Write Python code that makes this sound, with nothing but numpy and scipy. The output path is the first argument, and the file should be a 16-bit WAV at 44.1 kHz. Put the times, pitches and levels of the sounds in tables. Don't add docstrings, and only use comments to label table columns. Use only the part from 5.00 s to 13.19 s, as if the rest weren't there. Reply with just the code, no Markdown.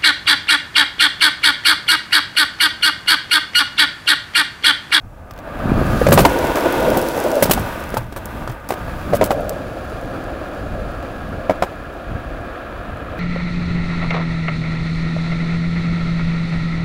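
import sys
import numpy as np
from scipy import signal
from scipy.fft import rfft, irfft, next_fast_len
from scipy.io import wavfile
from scipy.ndimage import uniform_filter1d

SR = 44100
rng = np.random.default_rng(int(sys.argv[2]) if len(sys.argv) > 2 else 0)


def to_wav(s):
    ch = np.atleast_2d(s).T
    pcm = np.round(np.clip(ch, -1, 1) * 32767)
    wavfile.write(sys.argv[1], SR, pcm.astype(np.int16))


N = 361179
TIME_S = np.arange(N) / SR


def amp(db):
    return 10 ** (np.asarray(db) / 20)


def unit(x):
    return x / np.sqrt(np.mean(x ** 2) + 1e-20)


def curves(rows):
    time_s, *columns = np.transpose(rows)
    return [np.interp(TIME_S, time_s, column) for column in columns]


def swell(centre_s, half_s):
    return np.exp(-((TIME_S - centre_s) / half_s) ** 2)


def add(mix, start_s, sound):
    part = mix[max(round(start_s * SR), 0):][:len(sound)]
    part += sound[:len(part)]


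def bells_db(hz, resonances):
    return sum(lift / (1 + (2 * (hz - centre) / width) ** 2) for centre, width, lift in resonances)


def colour(x, spectrum, resonances=()):
    size = next_fast_len(len(x))
    hz = np.fft.rfftfreq(size, 1 / SR)
    freq_hz, level_db = np.transpose(spectrum)
    shape_db = np.interp(np.log(hz + 1), np.log(freq_hz + 1), level_db) + bells_db(hz, resonances)
    return unit(irfft(rfft(x, size) * amp(shape_db), size)[:len(x)])


def noise(samples, spectrum, resonances=()):
    return colour(rng.standard_normal(samples), spectrum, resonances)


def band(x, low_hz, high_hz):
    return unit(signal.sosfilt(signal.butter(4, [low_hz, high_hz], "band", fs=SR, output="sos"), x))


def flutter(per_s):
    return unit(np.interp(TIME_S * per_s, np.arange(N), rng.standard_normal(N)))


def bumps(per_s, spread_db):
    size = amp(spread_db * np.minimum(rng.exponential(1, N), 4))
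    return unit(size * rng.standard_normal(N) * (rng.random(N) < per_s / SR))


# time_s, speed_m_per_s
SPEED = [(0, 0.67), (.2, 0.8), (.34, 1.23), (.48, 2.2), (.7, 3.03), (1.0, 4.63), (1.25, 5.7), (1.65, 6.43),
         (2.45, 4.93), (2.85, 3.8), (3.2, 3.2), (3.7, 3.13), (4.2, 3.74), (4.75, 3.64), (6.5, 3.24),
         (8.19, 2.8)]
# start_s, drone_db, roar_db, hiss_db, drone_rise_db, roar_rise_db, hiss_rise_db
STRETCHES = [(0, -27, -29, -39, 8.5, 9.5, 17), (1.25, -21, -34.5, -37, 4, 14.5, 4.5),
             (2.45, -31, -31.5, -41, 9, 11.5, 24), (4.25, -28.5, -36, -46, 10.5, -4.5, 23.5)]
# centre_s, half_length_s, drone_and_roar_db, hiss_db
RIDER_LOADS = [(0.19, 0.035, 3, 8), (0.706, 0.18, 4.5, 1), (2.115, 0.098, -2.5, 1),
               (3.097, 0.095, -8.5, -7.5), (3.346, 0.11, -0.5, 2.5), (3.607, 0.092, -5, -6),
               (5.298, .2, 1, -1.5), (6.898, 0.3, -1.5, -1)]
CRUISE_M_PER_S, AXLE_CHANGEOVER_S = 4, 0.24


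def wheel_levels_db():
    rows = np.array(STRETCHES)
    underfoot = rows[np.searchsorted(rows[1:, 0], TIME_S), 1:].T
    underfoot = uniform_filter1d(underfoot, round(AXLE_CHANGEOVER_S * SR), axis=1)
    cruise_db, rise_db = np.split(underfoot, 2)
    doublings = np.log2(curves(SPEED)[0] / CRUISE_M_PER_S)
    load_db = sum(np.outer([body_db, body_db, hiss_db], swell(centre_s, half_s))
                  for centre_s, half_s, body_db, hiss_db in RIDER_LOADS)
    return cruise_db + rise_db * doublings + load_db


# time_s, panel_share, coarse_share
SURFACE_SHARES = [(0, 1, 0), (1.1, 0.5, 0.02), (1.27, 0.14, 0.98), (2.42, 0.2, 0.7), (2.55, 0.8, 0.55),
                  (3.7, 0.97, 0), (3.8, 0.7, 0.05), (4.15, 0.6, 0), (4.33, 0, 0.23), (4.8, 0.01, 0.07)]
# freq_hz, level_db
PANEL_SPECTRUM = [(150, 4), (240, 1.5), (400, -10), (600, -1.5), (850, -7), (1500, -6.5), (2050, -12),
                  (3300, -21.5), (4800, -33), (6000, -38.5), (16000, -31.5)]
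# centre_hz, width_hz, lift_db
PANEL_RESONANCES = [(550, 130, 1.5), (920, 89, 6), (1090, 80, -4.5), (1202, 190, 11), (1350, 78, -6),
                    (1513, 120, 7), (1637, 59, 5.5), (2640, 290, 4.5), (2970, 200, -5), (3330, 200, 0.5),
                    (4330, 500, 0), (5030, 440, 1.5), (15000, 900, -1)]
# freq_hz, level_db
COARSE_SPECTRUM = [(150, -3), (330, -1.5), (560, -2.5), (800, -7), (1100, -8.5), (1500, -11), (1900, -14.5),
                   (3400, -22), (4300, -28), (7000, -32), (16000, -31.5)]
# centre_hz, width_hz, lift_db
COARSE_RESONANCES = [(333, 70, 5.5), (512, 57, 7.5), (937, 96, 7.5), (1160, 80, -9.5), (1210, 45, -4),
                     (1276, 93, -9.5), (1455, 74, 9.5), (2040, 81, 1.5), (2650, 130, 4), (3330, 360, 2),
                     (5700, 400, 1.5)]
# freq_hz, level_db
SMOOTH_SPECTRUM = [(150, 5), (310, 3.5), (410, -0.5), (620, 3), (930, -10), (1300, -5.5), (1700, -11),
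                   (2000, -22), (3200, -30), (4700, -37), (5500, -44), (8000, -42), (16000, -48)]
# centre_hz, width_hz, lift_db
SMOOTH_RESONANCES = [(290, 60, 3.5), (404, 22, -5), (530, 64, 5), (703, 130, 6.5), (920, 79, -23.5),
                     (1360, 160, 2), (1495, 52, -15.5), (1660, 84, 6), (1990, 200, -4), (2436, 180, 8.5),
                     (2880, 200, 2), (4650, 310, 3.5), (8200, 700, -12.5), (12800, 1200, -12)]


def rolling(drone_db, roar_db, hiss_db):
    panel, coarse = np.clip(curves(SURFACE_SHARES), 0, 1)
    smooth = np.clip(1 - panel - coarse, 0, 1)
    force = rng.standard_normal(N) + 0.48 * bumps(per_s=1800, spread_db=2.5)
    force *= amp(0.5 * flutter(per_s=40))
    drone_flicker_db = (1 + coarse) * flutter(per_s=54)
    out = np.zeros(N)
    for share, spectrum, resonances in [(panel, PANEL_SPECTRUM, PANEL_RESONANCES),
                                        (coarse, COARSE_SPECTRUM, COARSE_RESONANCES),
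                                        (smooth, SMOOTH_SPECTRUM, SMOOTH_RESONANCES)]:
        wheels = colour(force, spectrum, resonances)
        drone = amp(drone_db + drone_flicker_db) * band(wheels, low_hz=250, high_hz=888)
        roar = amp(roar_db) * band(wheels, low_hz=1004, high_hz=4160)
        hiss = amp(hiss_db) * band(wheels, low_hz=4700, high_hz=18500)
        out += np.sqrt(share) * (drone + roar + hiss)
    return out / (np.sqrt(panel) + np.sqrt(coarse) + np.sqrt(smooth))


# freq_hz, level_db
GRIT_SPECTRUM = [(1000, -40), (3000, -41), (5000, 4.5), (8000, 0.5), (12000, 2.5), (16000, 4)]


def grit(hiss_db, decay_s=0.00075):
    coarse = np.clip(curves(SURFACE_SHARES)[1], 0, 1)
    t = np.arange(SR // 100) / SR
    grains = abs(bumps(per_s=40, spread_db=-1.0))
    envelope = signal.oaconvolve(grains, np.exp(-t / decay_s))[:N]
    return amp(hiss_db - 10.5 + 8.2 * coarse) * unit(envelope * noise(N, GRIT_SPECTRUM))


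# time_s, rumble_db, buffet_db
BREEZE = [(0, -40, -60), (.45, -33.5, -39), (1.2, -23, -29.5), (2.15, -40, -34.5), (3.2, -32.5, -38.5),
          (3.65, -35, -39.5), (4.4, -31, -31), (5.2, -30.5, -36), (6.7, -34, -40.5), (7.4, -34, -39),
          (8.19, -36, -34.5)]
# centre_s, half_length_s, rumble_db, buffet_db
GUSTS = [(0.062, 0.018, -27, -36.5), (0.78, 0.12, -19, -18.5), (0.937, 0.067, -22, -16.5),
         (1.133, 0.085, -33, -13.5), (1.24, 0.066, -20, -18), (1.92, 0.081, -34, -22),
         (2.536, 0.1, -28, -20.5), (2.91, 0.14, -34, -36), (3.89, 0.15, -29.5, -37),
         (4.17, 0.11, -33, -24.5), (5.77, 0.23, -27, -34), (6.303, 0.12, -28, -30),
         (7.13, 0.056, -25.5, -32.5), (7.932, 0.047, -28, -32)]
# freq_hz, level_db
RUMBLE_SPECTRUM = [(10, -23), (25, -0.5), (55, 1), (100, -3.5), (170, -12), (400, -53), (1500, -90)]
# freq_hz, level_db
BUFFET_SPECTRUM = [(30, -12), (80, -3.5), (130, -1.5), (220, 0.5), (330, -8), (700, -21), (2500, -59)]


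def wind():
    rumble_power, buffet_power = amp(curves(BREEZE) + 1.9 * flutter(per_s=7)) ** 2
    for centre_s, half_s, rumble_db, buffet_db in GUSTS:
        gust = swell(centre_s, half_s)
        rumble_power += (amp(rumble_db) * gust) ** 2
        buffet_power += (amp(buffet_db) * gust) ** 2
    rumble = np.sqrt(rumble_power) * noise(N, RUMBLE_SPECTRUM)
    buffet = np.sqrt(buffet_power) * amp(2.1 * flutter(per_s=40)) * noise(N, BUFFET_SPECTRUM)
    return rumble + buffet


# centre_s, peak_db, centre_to_peak_s
AIR_THUMPS = [(0.056, -32, 0.0023), (0.658, -6.5, 0.00085), (0.7195, 0, 0.00084), (.727, -17, 0.0013),
              (0.755, -17, .002), (0.8, -11, 0.0028), (.816, -4.5, 0.00048), (7.155, -15, .002)]


def air_thumps():
    out = np.zeros(N)
    for centre_s, peak_db, to_peak_s in AIR_THUMPS:
        u = np.arange(-4 * to_peak_s, 4 * to_peak_s, 1 / SR) / to_peak_s
        add(out, centre_s - 4 * to_peak_s, amp(peak_db) * u * np.exp((1 - u ** 2) / 2))
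    return out


# start_s, level_db
CREAKS = [(0.309, -18), (.317, -37), (.336, -27), (0.362, -31), (0.377, -26), (0.388, -22), (.401, -32)]
# freq_hz, level_db
CREAK_SPECTRUM = [(300, -5), (1300, 9), (2500, -1), (5000, -3.5), (7500, -8), (10000, -10), (16000, -2)]


def creaks(gain_db=-6.5, attack_s=0.00064, t60_s=0.021):
    out, t = np.zeros(N), np.arange(SR // 12) / SR
    envelope = amp(gain_db - 60 * t / t60_s) * (1 - np.exp(-t / attack_s))
    for start_s, level_db in CREAKS:
        add(out, start_s, amp(level_db) * envelope * noise(len(t), CREAK_SPECTRUM))
    return out


def blows(gap_s, fall_db):
    return [(k * gap_s, -fall_db * k ** 1.56) for k in range(3)]


# start_s,
# ring_db, pitch_hz, crack_re_ring_db, blow_gap_s, blow_fall_db, chatter_db, chatter_lag_s
AXLE_HITS = [(1.015, 2, 480, -20.5, .004, 9, -33, 0.0049), (1.0666, 7, 548, -13.5, 0.02, 6.5, -15.5, 0.019),
             (1.12, 12, 556, -11, .0125, 8, -0.5, 0.0044), (1.1752, 6, 747, -1, 0.015, 4, -5, 0.012),
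             (1.2504, 14.5, 930, -11.5, 0.01, 15, -11, 0), (1.5554, -7, 614, -4, 0.015, 2.5, -22, 0.0095),
             (1.9696, -6, 705, -23, 0.013, 8, -14.5, 0.00066), (2.4242, 11, 570, -15, .031, 16.5, -0.5, 0),
             (2.496, -3.5, 765, -29, .005, 20, -17, 0.0012), (2.509, -0.5, 620, -4, 0.024, 12, -.5, 0.0006),
             (2.576, -3.5, 780, -14, 0.00555, 9, -22.5, 0.015), (2.9412, -9, 506, -9.5, 0.0047, 20, -25, 0),
             (2.969, -5.5, 890, -7, .0045, 11, -18.5, 0.00035), (3.124, -20.5, 300, -4, 0.0076, 15, -37, 0),
             (3.162, -17.5, 336, -4, 0.0091, 3.5, -27, 0), (3.475, -19, 690, 0.5, .0225, 4, -32, 0.017),
             (3.691, -19.5, 796, -3, .008, 4, -26, 0), (3.705, -9.5, 714, -3.5, .016, 3, -25, 0),
             (4.126, -9.5, 643, -19, 0.0038, 1.5, -29, 0.0083),
             (4.134, 3, 578, -19.5, 0.0086, 5, -18.5, .015),
             (4.212, 4.5, 630, -14.5, 0.0095, 2, -19, 0.027),
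             (4.306, -3.5, 737, -4, 0.0076, 5.5, -25, 0.0074),
             (4.398, -12, 613, -26, .006, 15, -37, 0.0052), (6.496, 5, 630, -20, 0.011, 4.5, -40, 0),
             (6.623, 1.5, 690, -10.5, 0.011, 6.5, -36, 0.015)]
# pitch_ratio, level_db, t60_factor
CLACK_MODES = [(.3, -18, 2.2), (.52, -10, 1.02), (.83, -7, 0.57), (0.999, -2, 0.78), (1.42, -14, 0.61),
               (1.98, -18, 0.61), (3.4, -26, 0.79), (4., -30, 0.48)]
# freq_hz, level_db
CRACK_SPECTRUM = [(100, -10.5), (400, 8.5), (1200, 1.5), (2800, -13), (5000, -17), (9000, -22.5),
                  (16000, -27)]


def clacks(attack_s=0.00073, hold_s=0.0015, ring_t60_s=0.025, crack_t60_s=0.036):
    out, t = np.zeros(N), np.arange(SR // 6) / SR
    free_s = np.maximum(t - hold_s, 0)
    attack = 1 - np.exp(-t / attack_s)
    for start_s, ring_db, pitch_hz, crack_db, gap_s, fall_db, _, _ in AXLE_HITS:
        ring = np.zeros(len(t))
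        for ratio, mode_db, t60_factor in CLACK_MODES:
            decay = amp(mode_db - 60 * free_s / (ring_t60_s * t60_factor))
            ring += decay * np.sin(2 * np.pi * pitch_hz * ratio * t)
        for delay_s, blow_db in blows(gap_s, fall_db):
            crack = noise(len(t), CRACK_SPECTRUM) * amp(crack_db - 60 * free_s / crack_t60_s)
            add(out, start_s + delay_s, amp(ring_db + blow_db) * (ring + crack) * attack)
    return out


# freq_hz, level_db
STEEL_SPECTRUM = [(500, -58), (2000, 2), (4000, 0), (7000, 0.5), (11000, 4), (15500, 4)]
# centre_hz, width_hz, lift_db
TRUCK_RESONANCES = [(2970, 100, 6), (4210, 250, 3.5), (8460, 150, 10), (13900, 1700, 4)]


def truck_rattle(attack_s=0.0014, t60_s=0.059):
    power, t = np.zeros(N), np.arange(SR // 6) / SR
    chatter = unit(noise(N, STEEL_SPECTRUM, TRUCK_RESONANCES) * amp(3.7 * flutter(per_s=830)))
    burst = amp(-60 * t / t60_s) * (1 - np.exp(-t / attack_s))
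    for start_s, _, _, _, gap_s, fall_db, chatter_db, lag_s in AXLE_HITS:
        for delay_s, blow_db in blows(gap_s, fall_db):
            add(power, start_s + lag_s + delay_s, (amp(chatter_db + blow_db) * burst) ** 2)
    return np.sqrt(power) * chatter


# start_s, level_db, pitch_hz, t60_s
PANEL_BOOMS = [(1.1, -5.5, 138, 0.3), (1.134, -12, 171, 0.29), (2.57, -24, 60.6, 0.26),
               (2.601, -21, 115, 0.35), (2.972, -15.5, 117.5, 0.28), (3.126, -33, 83, 0.12),
               (3.491, -9, 119, 0.1)]


def panel_booms(attack_s=0.0074):
    out, t = np.zeros(N), np.arange(SR // 2) / SR
    for start_s, level_db, pitch_hz, t60_s in PANEL_BOOMS:
        envelope = amp(level_db - 60 * t / t60_s) * (1 - np.exp(-t / attack_s))
        add(out, start_s, envelope * np.sin(2 * np.pi * pitch_hz * t))
    return out


# centre_s, half_length_s, level_db
RIPPLES = [(1.892, 0.081, -16), (2.265, 0.022, -16), (2.374, .04, -17), (4.4, 0.2, -23),
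           (5.784, 0.08, -29.5), (6.465, 0.03, -30)]


def ripple_growl(centre_hz=575, width_hz=190):
    hz = np.fft.rfftfreq(N, 1 / SR)
    resonance = (1 + (2 * (hz - centre_hz) / width_hz) ** 2) ** -1.1
    ring = unit(irfft(rfft(rng.standard_normal(N)) * resonance, N))
    return ring * sum(amp(level_db) * swell(centre_s, half_s) for centre_s, half_s, level_db in RIPPLES)


# start_s, level_db
TICKS = [(2.0865, -12), (2.2019, -14), (2.2398, -15), (2.4434, -5), (2.5384, -8), (3.2568, -15.5),
         (3.6895, -15), (4.4944, -10), (5.013, -34), (5.2415, -38)]


def ticks(snap_t60_s=0.0062, tail_t60_s=0.039, tail_db=-24):
    out, t = np.zeros(N), np.arange(SR // 6) / SR
    envelope = amp(-60 * t / snap_t60_s) + amp(tail_db - 60 * t / tail_t60_s)
    for start_s, level_db in TICKS:
        add(out, start_s, amp(level_db) * envelope * noise(len(t), GRIT_SPECTRUM))
    return out


def scatter(x, t60_s, wet_db, predelay_s=0.005, tap_share=0.05):
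    t = np.arange(SR // 3) / SR
    taps = rng.standard_normal(len(t)) * (rng.random(len(t)) < tap_share)
    taps *= (t > predelay_s) * amp(-60 * t / t60_s)
    return x + amp(wet_db) * signal.fftconvolve(x, taps / np.linalg.norm(taps))[:N]


def scene():
    drone_db, roar_db, hiss_db = wheel_levels_db()
    hits = scatter(clacks() + truck_rattle() + ticks() + creaks(), t60_s=0.1, wet_db=-16.5)
    wheels = rolling(drone_db, roar_db, hiss_db) + ripple_growl() + grit(hiss_db)
    air = wind() + air_thumps()
    microphone_hiss = amp(-58.5) * rng.standard_normal(N)
    return (wheels + air + panel_booms() + hits + microphone_hiss)[None]


# centre_hz, width_hz, lift_db
PORT_RESONANCES = [(7650, 800, 1), (8280, 3200, -1.5), (11200, 1400, 2.5), (12940, 9400, -4.5),
                   (15400, 1100, 2)]
OVERLOAD_LEVEL, BAND_LIMIT_HZ = 0.71, 15820


def record(dry):
    size = next_fast_len(N)
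    port_gain = amp(bells_db(np.fft.rfftfreq(size, 1 / SR), PORT_RESONANCES))
    heard = irfft(rfft(dry, size) * port_gain, size)[:, :N]
    clipped = heard / (1 + (heard / OVERLOAD_LEVEL) ** 8) ** (1 / 8)
    low_pass = signal.firwin(511, BAND_LIMIT_HZ, window=("kaiser", 9), fs=SR)
    return signal.oaconvolve(clipped, low_pass[None], "same")


dry = scene()
out = record(dry)
to_wav(out)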